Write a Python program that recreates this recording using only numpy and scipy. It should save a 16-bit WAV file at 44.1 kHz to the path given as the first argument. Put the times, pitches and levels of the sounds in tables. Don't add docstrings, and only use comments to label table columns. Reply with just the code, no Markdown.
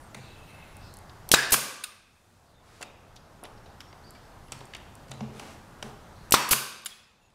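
import sys
import numpy as np
from scipy import signal
from scipy.fft import rfft, irfft, next_fast_len
from scipy.io import wavfile
from scipy.ndimage import uniform_filter1d

SR = 44100
rng = np.random.default_rng(int(sys.argv[2]) if len(sys.argv) > 2 else 0)


def pcm_store(signal):
    levels = np.round(np.clip(np.atleast_2d(signal), -1, 1) * 32767)
    wavfile.write(sys.argv[1], SR, levels.astype(np.int16).T)


def nominal_scale(level):
    x = np.asarray(level, float) / 20
    return 10 ** x


N = 323780

# (time [s], push [dB], ring [dB], rattle [dB], room [dB])
BLOWS = [
    (1.3382, -12, -2, -14, 4),
    (6.3399, -17, -4, -14.5, 2.5),
]
# (valve opens [s], crack [dB], trigger lets go [s], exhaust [dB], piston stops [s])
SHOTS = [
    (1.315, -4.5, 1.519, -5, 1.542),
    (6.321, -5, 6.5078, -6, 6.531),
]
# (frequency [Hz], level per Hz [dB])
BLAST = [(35, -24.5), (60, -11.5), (691, -6.5), (1690, -12), (2190, -8), (2970, -7), (3420, -9),
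         (3840, -6.5), (11300, -1.5), (15400, -7.5), (16500, -34.5)]


def unit(x):
    return x / np.sqrt(np.mean(x ** 2) + 1e-20)


def along(points, hz):
    f, v = np.transpose(points)
    return np.interp(np.log(hz + 1), np.log(f + 1), v)


def filtered(x, response):
    m = next_fast_len(len(x) + 4096)
    return irfft(rfft(x, m) * response(np.fft.rfftfreq(m, 1 / SR)), m)[:len(x)]


def resonant(modes):
    def response(f):
        return sum((-1) ** k * nominal_scale(db) * 1j * f * w / (c * c - f * f + 1j * f * w)
                   for k, (c, w, db) in enumerate(modes))
    return response


def hiss(n, spectrum):
    return unit(filtered(rng.standard_normal(n), lambda hz: nominal_scale(along(spectrum, hz))))


def shape(t, rise, hold, t60):
    return (1 - np.exp(-(np.maximum(t, 0) / rise) ** 2)) * nominal_scale(-60 * np.maximum(t - hold, 0) / t60)


def wander(n, size):
    return unit(uniform_filter1d(rng.standard_normal(n), size=size))


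def tap(t, contact):
    return np.exp(-(t / contact - 2) ** 2)


def strikes(t, hits, grit_db, t60):
    force = nominal_scale(grit_db - 60 * t / t60) * rng.standard_normal(len(t))
    for s, db in hits:
        force[round(s * SR)] += nominal_scale(db)
    return force


def gain_db(s):
    rest_db, react_s, duck_s, creep_s = -0.28, 0.0085, 0.0048, 0.88
    blow_duck_db, stop_duck_db = -10.5, -5
    hold_s = (0.56, 0.85)
    out = rest_db + 0 * s
    for (blow_s, *_), (*_, stop_s), hold in zip(BLOWS, SHOTS, hold_s):
        left = np.exp(-np.maximum(s - stop_s - hold, 0) / creep_s)
        for at, db in ((blow_s, blow_duck_db), (stop_s, stop_duck_db)):
            out = out + left * db * np.clip((s - at - react_s) / duck_s, 0, 1)
    return out


def add(track, s, sound, room_db, modes=None, size=48):
    # (frequency [Hz], t60 [s])
    shop_t60 = [(100, 0.72), (300, 0.87), (1000, 0.82), (2500, 0.83), (5000, 0.75), (9000, 0.55),
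                (15000, 0.36)]
    # (frequency [Hz], stretch of t60 [ratio])
    sheet_goods = [(1190, 1.2), (1560, 1.1), (2550, 1.5), (3600, 1.4), (5200, 0.84)]
    sheet_width_hz, peaky_db = 47, 2.5
    hz, t, z = signal.stft(rng.standard_normal(SR), SR, nperseg=512)
    if modes is None:
        power = uniform_filter1d(np.abs(rfft(sound, 8192)) ** 2, size=size)[::16]
        colour = np.sqrt(np.abs(power))
    else:
        colour = np.sqrt(sum(np.abs(resonant([mode])(hz)) ** 2 for mode in modes))
    colour = colour * (hz > 100)
    colour = colour * nominal_scale(peaky_db * rng.standard_normal(len(hz)))
    t60 = along(shop_t60, hz)
    for centre, stretch in sheet_goods:
        t60 = t60 * (1 + (stretch - 1) / (1 + ((hz - centre) / sheet_width_hz) ** 2))
    tail = signal.istft(z * colour[:, None] * nominal_scale(-60 * t / t60[:, None]), SR, nperseg=512)[1]
    middle = np.sum(np.arange(len(sound)) * sound ** 2) / np.sum(sound ** 2) / SR
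    tail *= shape(np.arange(len(tail)) / SR - .003, 0.0086 + middle, 9, 1)
    out = nominal_scale(room_db) * tail * np.linalg.norm(sound) / np.linalg.norm(tail)
    out[:len(sound)] += sound
    part = track[round(s * SR):][:len(out)]
    part += out[:len(part)]


def air():
    # (frequency [Hz], level per Hz [dB])
    room_tone = [(12, -34.5), (20, -0.5), (51, -8), (89, -1.5), (265, -13), (440, -15.5), (492, -15),
                 (816, -12.5), (1050, -15.5), (1560, -19), (2440, -28.5), (6530, -33.5), (13200, -40.5),
                 (15200, -44.5), (16500, -59.5)]
    z = signal.stft(hiss(N + 512, room_tone), nperseg=512)[2]
    field = uniform_filter1d(rng.standard_normal(z.shape), size=5, axis=0)
    field = uniform_filter1d(field, size=16, axis=1)
    patchy = signal.istft(z * nominal_scale(1.0 * unit(field)), nperseg=512)[1][:N]
    return nominal_scale(-49) * unit(patchy)


def hose_squeal():
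    # (time [s], lower line [Hz], upper line [Hz])
    glide = [(.2, 8300, 12800), (.27, 8450, 12860), (.33, 8800, 13500), (.39, 9450, 14150),
             (.43, 9750, 14330), (.5, 9500, 14200), (.57, 10050, 14550), (.624, 9650, 14200),
             (.71, 10100, 14750), (.78, 9400, 14415), (.86, 8050, 12400), (.93, 7000, 10100)]
    level_db, edge = -67.5, 0.22
    time = np.arange(N) / SR
    s, *lines = np.transpose(glide)
    done = np.clip((time - s[0]) / (s[-1] - s[0]), 0, 1)
    swell = np.abs(np.sin(np.pi * done)) ** edge * (time < s[-1])
    out = np.zeros(N)
    for hz, db in zip(lines, (-1.5, -7)):
        level = nominal_scale(level_db + db + 3.5 * wander(N, 900))
        pitch = np.interp(time, s, hz) + 70 * wander(N, 300)
        out += level * swell * np.sin(2 * np.pi * np.cumsum(pitch) / SR)
    return out


def rubbing():
    # (time [s], rise [s], hold until [s after start], heard level [dB])
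    strokes = [
        (2.57, 0.11, 0.29, -58.5),
        (4.5, 0.03, 0.066, -58),
        (4.7, 0.037, 0.048, -65),
        (5.3, 0.051, 0.22, -52.5),
        (5.8, 0.034, 0.068, -52.5),
    ]
    # (frequency [Hz], level per Hz [dB])
    skin = [(710, -10), (1200, -3), (2040, -7), (2680, -9), (4080, -10), (9510, -17), (13500, -26.5),
            (16000, -31.5)]
    time = np.arange(N) / SR
    stroke = sum(nominal_scale(db) * shape(time - s, rise, hold, 0.37) for s, rise, hold, db in strokes)
    return stroke * hiss(N, skin) / nominal_scale(gain_db(time))


def rustling():
    # (time [s], length [s], from [Hz], to [Hz], heard level [dB])
    rustles = [(0.189, 0.21, 4230, 3500, -59.5), (0.444, 0.4, 2115, 2120, -61.5),
               (0.3, 0.68, 3880, 3850, -67), (0.169, 0.76, 2960, 2990, -68.5),
               (0.801, 0.12, 4970, 4900, -61), (0.814, 0.21, 4400, 4340, -64),
               (2.452, 0.11, 4500, 4100, -73), (3.57, .02, 5100, 4300, -64), (3.688, .03, 4300, 4700, -70),
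               (3.81, 0.056, 3120, 3150, -63), (4.044, 0.16, 4800, 4630, -65),
               (4.148, 0.18, 4700, 4570, -69.5), (6.12, 0.19, 4500, 4170, -67.5)]
    # (time [s], length [s], from [Hz], to [Hz], heard level [dB])
    squeaks = [(0, .09, 8600, 8600, -66), (0.001, 0.043, 10300, 10300, -69), (.002, .05, 13100, 13200, -78),
               (.09, 0.031, 6800, 7200, -71), (0.15, 0.8, 2640, 2600, -60), (.4, .2, 8200, 8200, -75),
               (2.54, .08, 3650, 3550, -70), (3.522, 0.19, 5600, 5520, -71), (4.034, .02, 4050, 4800, -64),
               (4.043, .07, 4780, 4600, -58.5), (4.14, .06, 4650, 4600, -65),
               (4.43, 0.076, 9850, 10400, -71), (5.135, .06, 4060, 4020, -69),
               (7.18, .1, 12000, 12170, -88.5), (7.198, 0.095, 7050, 6700, -75),
               (7.205, 0.065, 10900, 10900, -84), (7.21, .09, 2710, 2680, -70)]
    # length [s], from [Hz], to [Hz], heard level [dB], width [Hz] after time [s]
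    sleeve = (1.98, .62, 7000, 7000, -72, 10000)
    rows = [(*row, 0.21 * row[2]) for row in rustles]
    rows += [(*row, 160) for row in squeaks] + [sleeve]
    out, t = np.zeros(N), np.arange(SR * 3 // 4) / SR
    for s, lasts, from_hz, to_hz, db, width in rows:
        done = np.clip(t / lasts, 0, 1)
        turn = 2 * np.pi * np.cumsum(from_hz + (to_hz - from_hz) * done) / SR
        a, b = (unit(filtered(noise, lambda f: 1 / (1 + (2 * f / width) ** 2)))
                for noise in rng.standard_normal((2, len(t))))
        band = a * np.cos(turn) + b * np.sin(turn)
        swell = np.abs(np.sin(np.pi * done)) ** 0.5 * (done < 1)
        flutter = nominal_scale(1.1 * (width < 2000) * wander(len(t), 2500))
        part = out[round(s * SR):][:len(t)]
        part += (nominal_scale(db) * band * swell * flutter)[:len(part)]
    return out / nominal_scale(gain_db(np.arange(N) / SR))


def bench_bumps():
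    # (time [s], level of each bench mode [dB] x 3)
    bumps = [(.15, -45.5, -47, -62), (1.338, -33.5, -31, -52), (1.529, -29.5, -27.5, -44),
             (2.83, -65, -52, -58), (4.518, -47, -53, -71), (5.096, -41.5, -53, -70),
             (5.207, -36.5, -30, -51.5), (5.832, -46.5, -41.5, -51), (6.341, -34.5, -27, -54),
             (6.52, -28.5, -27, -34.5)]
    # (frequency [Hz], t60 [s], rise [s], hold [s], after-ring [dB], after-ring t60 [s])
    bench = [
        (132, 0.37, .003, 0.051, -22, 1.2),
        (218, 0.11, 0.014, 0.028, -15.5, 1.7),
        (413.6, 0.41, 0.009, 0.036, -24.5, 1.2),
    ]
    out, t = np.zeros(N), np.arange(SR * 3 // 4) / SR
    for s, *levels in bumps:
        ring = np.zeros(len(t))
        for db, (hz, t60, rise, hold, late_db, late_t60) in zip(levels, bench):
            decay = shape(t, rise, hold, t60) + nominal_scale(late_db) * shape(t, rise, hold, late_t60)
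            ring += nominal_scale(db) * np.sin(2 * np.pi * hz * t) * decay
        add(out, s, ring, room_db=-12.5, size=6)
    return out


def nose_knocks():
    # (time [s], heard peak [dB], room [dB])
    knocks = [(0.149, -39, -1), (.747, -64, -4), (1.294, -39, 7), (2.808, -35.5, -4), (2.819, -39, -7),
              (2.83, -38, 1), (3.4291, -35.5, 2), (3.443, -36, -1.5), (3.66, -43, 4), (3.931, -43.5, -4),
              (4.52, -36, -1), (4.612, -36, -1), (4.749, -39, 0), (5.113, -38, 2), (5.207, -30.5, -3.5),
              (5.398, -36.5, 6), (5.827, -31, 0), (6.141, -50, -8), (6.3098, -36, -2)]
    # (frequency [Hz], width [Hz], level [dB])
    pine = [(254, 130, -4), (424, 71, -0.5), (573, 72, -2.5), (730, 63, 3), (930, 280, -2),
            (1280, 470, -11)]
    out, t = np.zeros(N), np.arange(SR // 15) / SR
    for s, db, room_db in knocks:
        jogs = rng.normal(0, 1.7, len(pine))
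        board = resonant([(hz, w, level + jog) for (hz, w, level), jog in zip(pine, jogs)])
        ring = filtered(tap(t, 0.00012), board)
        add(out, s, nominal_scale(db - gain_db(s)) * ring / np.abs(ring).max(), room_db)
    return out


def steel_ticks():
    # (time [s], heard peak [dB], frequency [Hz], width [Hz])
    ticks = [(0.768, -38.5, 10000, 5000), (0.9397, -33, 8800, 5030), (.946, -45, 10000, 4000),
             (0.97, -33, 9650, 4002), (0.988, -38, 10100, 4000), (1.29, -25, 12000, 2500),
             (1.29, -27, 8200, 1500), (1.29, -29, 5000, 2000), (1.828, -42, 9250, 4970),
             (2.8267, -42, 12580, 2000), (3.1596, -46, 7000, 6000), (3.1635, -40, 4500, 3000),
             (3.1663, -44, 6000, 5000), (3.4369, -31.5, 10350, 1900), (3.453, -45, 8900, 5000),
             (3.8062, -41, 11000, 4000), (4.1068, -40, 8200, 1500), (4.1068, -39.5, 11200, 2500),
             (4.521, -23, 7500, 2500), (4.591, -41, 8600, 3500), (4.607, -50, 10000, 3000),
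             (4.655, -37.5, 7800, 4000), (4.66, -50, 10000, 5000), (4.749, -34, 7500, 2500),
             (4.768, -48, 9800, 2000), (4.9534, -33.5, 9400, 5000), (5.084, -48, 9000, 5000),
             (5.095, -47, 6500, 2000), (5.112, -37, 10500, 5000), (5.116, -31, 7300, 1500),
             (5.138, -43, 7500, 2000), (5.207, -52, 6450, 3000), (5.369, -45, 10000, 6000),
             (5.827, -37, 7500, 6000), (6.3088, -18.5, 8400, 1500), (6.3094, -23, 12500, 3020),
             (6.82, -43, 11000, 4000), (6.849, -36, 12260, 1200), (6.85, -42, 8000, 2500)]
    out, t = np.zeros(N), np.arange(SR // 15) / SR
    for s, db, hz, width in ticks:
        force = 1. * (t == 0) + 0.2 * rng.standard_normal(len(t)) * nominal_scale(-60 * t / 0.01)
        ring = filtered(filtered(force, resonant([(hz, width, 0)])), resonant([(hz, 2 * width, 0)]))
        ring = filtered(ring, lambda f: resonant([(6000, 13000, 0)])(f) / (1 + 1j * f / 9000))
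        add(out, s, nominal_scale(db - gain_db(s)) * ring / np.abs(ring).max(), -14.5, size=200)
    return out


def tool_clicks():
    # (time [s], heard peak [dB], lows [dB], room [dB])
    magazine = [(1.095, -42.5, -24, -10), (2.8282, -32, -5, -6), (3.1635, -43.5, -20, -6.5),
                (3.1706, -48, -20, -18.5), (3.438, -44, -5, -0.5), (3.445, -40, -7, -20),
                (3.452, -39, -5, -21.5), (3.461, -48, -6.5, -20), (3.6596, -49, -4, -3.5),
                (3.667, -53, -5, -8), (3.8048, -33.5, -12, -9.5), (3.927, -46, -4, -8),
                (4.1508, -47.5, 6, 1), (4.606, -43, -8, -12), (4.7359, -34, -3.5, -2),
                (4.7489, -32, -2.5, -27), (5.1153, -32.5, -10, -6.5), (5.206, -38.5, -6, -3), ]
    # (time [s], heard peak [dB], lows [dB], room [dB])
    nose = [(0.146, -35.5, 2.5, -2), (2.812, -40, -9.5, -16.5), (2.8174, -38, -1, -18),
            (2.826, -32.5, -5, -26), (2.832, -41, 3, -22), (3.812, -48.5, -2, -15), (4.484, -49, 7, -15),
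            (4.5203, -29.5, -8, -7), (4.525, -34, -3, -5), (4.532, -39, 0, -16), (4.765, -42, -10, -23),
            (5.083, -53, 2, 8), (5.396, -31.5, -1, -3), (5.826, -27, -4, -11.5), (7.302, -61, -12, 0)]
    # (time [s], heard peak [dB], lows [dB], room [dB])
    trigger = [
        (1.292, -46, -6, -9.5),
        (6.31, -42, -2, -8.5),
    ]
    # (frequency [Hz], width [Hz])
    tool_body = [(800, 3100), (1400, 390), (2130, 250), (2750, 570), (3700, 590), (4700, 600), (5800, 480),
                 (7000, 1100), (8300, 1200), (9600, 1100), (10900, 560), (12300, 830), (14500, 3600)]
    rows = [(*row, 0.0017, -28) for row in magazine]
    rows += [(*row, 0.00099, -4.5) for row in nose]
    rows += [(*row, 0.0045, 3.5) for row in trigger]
    out, t = np.zeros(N), np.arange(SR // 25) / SR
    for s, db, lows_db, room_db, lasts, highs_db in rows:
        colour = [(800, lows_db - 7.0), (1500, lows_db + 11.0), (4200, 0.0003),
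                  (6000, highs_db / 4), (9500, highs_db - 1.0), (14500, highs_db - 18)]
        jogs = rng.normal(0, 2.1, len(tool_body))
        body = resonant([(hz, w, along(colour, hz) + jog) for (hz, w), jog in zip(tool_body, jogs)])
        force = 5.2 * (t == 0) + rng.standard_normal(len(t)) * shape(t, 0.00011, lasts, 0.027)
        chatter = filtered(force, body)
        chatter = filtered(chatter, resonant([(4500, 17000, 0)]))
        presence = filtered(chatter, lambda hz: (hz > 2500) & (hz < 7000))
        chatter *= nominal_scale(db - gain_db(s)) / np.abs(presence).max()
        add(out, s, chatter, room_db, size=110)
    return out


def nose_spring():
    # (time [s], heard peak [dB], pace [ratio], room [dB])
    snaps = [
        (1.8376, -20.5, .9, -11),
        (6.8585, -20, 1.1, -11),
    ]
    # (frequency [Hz], width [Hz], level [dB])
    spring_modes = [
        [(1490, 140, -2), (2630, 100, 2), (3730, 170, -1), (5030, 160, -3.5), (6840, 300, -13), (9250, 190, 3),
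         (10900, 180, -8.5), (12150, 215, -7), (13020, 138, -11), (13500, 100, -17)],
        [(1480, 110, -5.5), (2230, 69, -3.5), (2900, 170, -7), (3700, 270, -1.5), (5000, 160, -11),
         (7160, 140, -1), (8600, 110, -6), (10100, 210, 0.5), (13900, 350, -23), (14800, 150, -19)],
    ]
    # (time after first [s], level [dB])
    contacts = [
        (0, -3),
        (.0023, -3.5),
        (.0052, 2),
        (.0083, -2),
        (.012, -16),
    ]
    out, t = np.zeros(N), np.arange(SR // 20) / SR
    for (s, db, pace, room_db), modes in zip(snaps, spring_modes):
        shake = strikes(t, [(pace * at, level) for at, level in contacts], -13.5, 0.048)
        body = [(hz, 1.75 * w, level) for hz, w, level in modes] + [(6000, 15000, -15.5)]
        chatter = filtered(shake, resonant(body))
        room_modes = [(hz, 4 * w, level) for hz, w, level in modes] + [(2500, 4600, -1)]
        add(out, s, nominal_scale(db - gain_db(s)) * chatter / np.abs(chatter).max(), room_db, room_modes)
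    return out


def steel_ring():
    # (frequency [Hz], level [dB], t60 [s])
    steel = [
        [(1610, -36, .7), (1776, -30.5, .3), (1970, -39.5, .7), (2870, -40, .7), (3655, -36.5, .5),
         (3780, -36.5, .6), (5000, -37, .55), (5276, -38.5, .5), (5730, -40.5, .6)],
        [(1027, -36.5, .6), (1130, -34.5, 0.8), (1450, -38, .9), (2140, -37, .8), (3456, -43.5, .7),
         (3800, -41.5, .55), (4603, -34, .4), (5470, -43.5, .7), (6740, -41.5, .5)],
        [(1175, -29.5, 0.83), (1626, -34, .65), (2300, -30, 0.78), (4048, -44.5, .8), (4603, -34, .35),
         (4770, -28, 0.52), (6417, -39.5, 0.557), (7630, -38, .45), (8769, -36, .35)],
        [(1210, -36.5, 0.72), (1500, -31.5, .7), (2550, -39.5, .6), (3700, -42, .55), (4560, -45, 0.77),
         (5310, -45.5, .6), (5810, -44, .55), (7127, -39, 0.53), (8170, -39, .5)],
    ]
    # (time [s], frequency [Hz], heard level [dB], t60 [s])
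    after_clicks = [(1.84, 3730, -68, .35), (1.84, 1214, -55, .5), (2.83, 3700, -59, 0.42),
                    (3.807, 3180, -65, 0.22), (3.83, 5500, -70, .4), (4.146, 2300, -47, .05),
                    (4.521, 2140, -56, .3), (4.521, 4230, -60, .3), (4.749, 2130, -56, .3),
                    (5.117, 4010, -60, .3), (5.398, 2060, -58, .35), (6.86, 3330, -59, 0.75),
                    (6.86, 5100, -62, 0.68), (6.86, 1530, -62, 0.5)]
    impacts = [row[0] for row in BLOWS] + [row[-1] for row in SHOTS]
    rows = [(s, *mode) for s, modes in zip(impacts, steel) for mode in modes]
    rows += [(s, hz, db - gain_db(s), t60) for s, hz, db, t60 in after_clicks]
    out, t = np.zeros(N), np.arange(SR * 3 // 4) / SR
    for s, hz, db, t60 in rows:
        flutter = wander(len(t), 1300)
        line = np.sin(2 * np.pi * hz * t + 1.5 * flutter[::-1])
        ring = nominal_scale(db + 6 * flutter) * shape(t, 0.01, 0, t60) * line
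        out[round(s * SR):][:len(t)] += ring[:N - round(s * SR)]
    return out


def gusts():
    level_db, lasts_s, lead_s = -22, 0.016, 0.0013
    time, out = np.arange(N) / SR, np.zeros(N)
    for _, _, s, _, _ in SHOTS:
        shove = np.sin(np.pi * np.clip((time - s + lead_s) / lasts_s, 0, 1)) ** 2
        out += nominal_scale(level_db) * shove * (1 + .5 * hiss(N, [(20, 7.0), (400, -4.0), (900, -63.0)]))
    return out


def piston_stops():
    # (frequency [Hz], width [Hz], level [dB])
    housing = [(875, 350, -14.5), (1153, 90, 5.5), (1540, 110, 3), (2500, 610, -5), (3700, 650, -8.5),
               (4800, 250, -8.5)]
    out, t = np.zeros(N), np.arange(SR // 10) / SR
    for *_, s in SHOTS:
        knock = strikes(t, [(0, 0), (.003, 1.5)], -19.5, .015)
        add(out, s, nominal_scale(-8) * unit(filtered(knock, resonant(housing))) / 4, -1, housing)
    return out


def exhausts():
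    # (lead [s], length [s], level under exhaust [dB], exhaust rise [s])
    leaks = [
        (.016, 0.0085, -18, 0.0019),
        (0.021, 0.008, -12, 0.0018),
    ]
    room_db = -2
    out, t = np.zeros(N), np.arange(SR // 10) / SR
    for (_, _, s, db, _), (lead, lasts, leak_db, rise) in zip(SHOTS, leaks):
        leak = nominal_scale(db + leak_db) * shape(t, 0.0027, lasts, 0.0046) * hiss(len(t), BLAST)
        add(out, s - lead, leak, room_db)
        blast = nominal_scale(db) * shape(t, rise, 0.024, 0.025) * nominal_scale(-80 * t) * hiss(len(t), BLAST)
        add(out, s, blast, room_db)
    return out


def valve_cracks():
    # (frequency [Hz], level per Hz [dB])
    crack_air = [(290, -37), (500, -5.5), (1450, -11), (2810, -3.5), (9000, -4), (13000, -8.5),
                 (15300, -11.5), (16500, -23.5)]
    # (frequency [Hz], level per Hz [dB])
    jet_air = [(290, -49.5), (500, -15), (1130, -21.5), (2730, -17.5), (3880, -1.5), (5040, -4.5),
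               (12500, -4), (15300, -14), (16500, -38)]
    # (frequency [Hz], width [Hz], level [dB])
    cap_rings = [
        [(3100, 1230, -1.5), (5770, 860, -2), (6700, 920, -4.5), (8900, 960, -1.5), (11300, 760, -1),
         (13200, 800, -8.5), (15200, 430, -10.5)],
        [(2980, 370, -6), (4590, 810, -5.5), (6000, 700, -6), (7830, 430, 1.5), (9800, 1200, -9.5),
         (12000, 430, -2.5), (15400, 800, -13.5)],
    ]
    out, t = np.zeros(N), np.arange(SR // 10) / SR
    for (s, crack_db, *_), cap_modes in zip(SHOTS, cap_rings):
        crack = nominal_scale(crack_db - 6) * shape(t - .0008, 0.0008, 0.0017, 0.0058) * hiss(len(t), crack_air)
        hits = strikes(t, [(.0009, -11), (.0016, 0), (.0023, -2.5), (.0032, -5.5)], -15.5, 0.021)
        clang = filtered(hits * shape(t, .0011, 9, 1), resonant(cap_modes))
        clang = nominal_scale(crack_db + 4.5) * clang / np.abs(clang).max()
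        cap = nominal_scale(crack_db - 3.5) * np.sin(2 * np.pi * 2800 * t) * shape(t, 0.00094, 0.00064, 0.0042)
        jet = nominal_scale(-19.5) * shape(t, 0.0022, 0.021, .01) * nominal_scale(-190 * t) * hiss(len(t), jet_air)
        push = -nominal_scale(-15) * np.sin(2 * np.pi * 350 * t) * shape(t, 0.00023, 0.00075, 0.0037)
        add(out, s, crack + clang + cap + jet + push, -2.5)
    return out


def driver_blows():
    # (frequency [Hz], width [Hz], level [dB])
    nailed = [
        [(355, 370, -11.5), (890, 460, -10.5), (1140, 330, -5.5), (1650, 190, 2.5), (2030, 150, -2.5),
         (2500, 780, -7), (3750, 130, -3.5), (4900, 300, -4), (7000, 2800, -15)],
        [(364, 350, -8), (690, 88, -10.5), (1030, 200, 4), (1230, 250, -0.5), (1580, 110, -4.5),
         (2000, 400, -3), (2600, 610, -6.5), (3500, 250, -8), (4480, 260, -3.5), (5550, 270, -4),
         (7500, 3000, -13.5)],
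    ]
    # (frequency [Hz], width [Hz], level [dB])
    guides = [
        [(1134, 230, -2), (1500, 68, -1.5), (2360, 98, -4), (2930, 98, -3), (3940, 180, -1), (4530, 84, -2.5),
         (4700, 110, -0.5), (6800, 100, -4.5), (7500, 140, -4), (8000, 140, -11)],
        [(1070, 140, -1.5), (2500, 140, -4), (2780, 120, -5), (3730, 320, -2), (4300, 170, 1),
         (5800, 170, -3.5), (6400, 90, -14), (6880, 170, -15), (8200, 95, -6.5), (8800, 110, -7.5)],
    ]
    # (frequency [Hz], level [dB])
    thuds = [
        (1540, -7.5),
        (1330, -5),
    ]
    out, t = np.zeros(N), np.arange(SR // 10) / SR
    for (s, push_db, ring_db, rattle_db, room_db), modes, guide, (thud_hz, thud_db) in zip(
            BLOWS, nailed, guides, thuds):
        late = .00016 * np.logaddexp(0, (t - .00095) / .00016)
        thud = -nominal_scale(thud_db) * np.sin(2 * np.pi * thud_hz * late) * shape(t, .0004, 0.0022, 0.0039)
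        u = t / 0.00051
        push = -nominal_scale(push_db) * u ** 2 * np.exp(2 - u) / 4 * np.cos(u - 1.3)
        snap = nominal_scale(rattle_db + 1.5) * shape(t - .0009, 0.00045, 0.001, 0.0039) * hiss(len(t), BLAST)
        impulse = np.exp(-((t - .0013) / .00004) ** 2)
        ring = filtered(impulse, resonant([(hz, 0.82 * w, db) for hz, w, db in modes]))
        ring = nominal_scale(ring_db) * ring / np.abs(ring).max()
        loose = resonant([(hz, 3.1 * w, db) for hz, w, db in guide])
        rattle = unit(filtered(rng.standard_normal(len(t)), loose))
        rattle = nominal_scale(rattle_db) * rattle * shape(t - .001, 0.0018, 0.018, 0.061)
        add(out, s, push + snap, room_db - 10.5)
        add(out, s, thud + ring + rattle, room_db, modes)
    return out


def scene():
    background = air() + hose_squeal() + rubbing() + rustling()
    handling = bench_bumps() + nose_knocks() + steel_ticks() + tool_clicks() + nose_spring()
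    shots = steel_ring() + gusts() + piston_stops() + exhausts() + valve_cracks() + driver_blows()
    return (background + handling + shots)[None]


def roll_off(x):
    return signal.sosfilt(signal.butter(12, 16840, fs=SR, output="sos"), x)


def record(dry):
    # (frequency [Hz], level per Hz [dB])
    converter = [(20, -12.5), (1000, -1.5), (4000, 5), (12000, -9), (14300, -16), (16500, -32)]
    x = dry[0] * nominal_scale(gain_db(np.arange(N) / SR))
    x = x / (1 + np.abs(x / .74) ** 5) ** (1 / 5)
    x = x + nominal_scale(-76) * hiss(N, converter)
    x = filtered(x, lambda hz: nominal_scale(np.interp(hz, [15700, 16000, 16800], [0, -28, -50])))
    return roll_off(x[None])


dry = scene()
out = record(dry)
pcm_store(out)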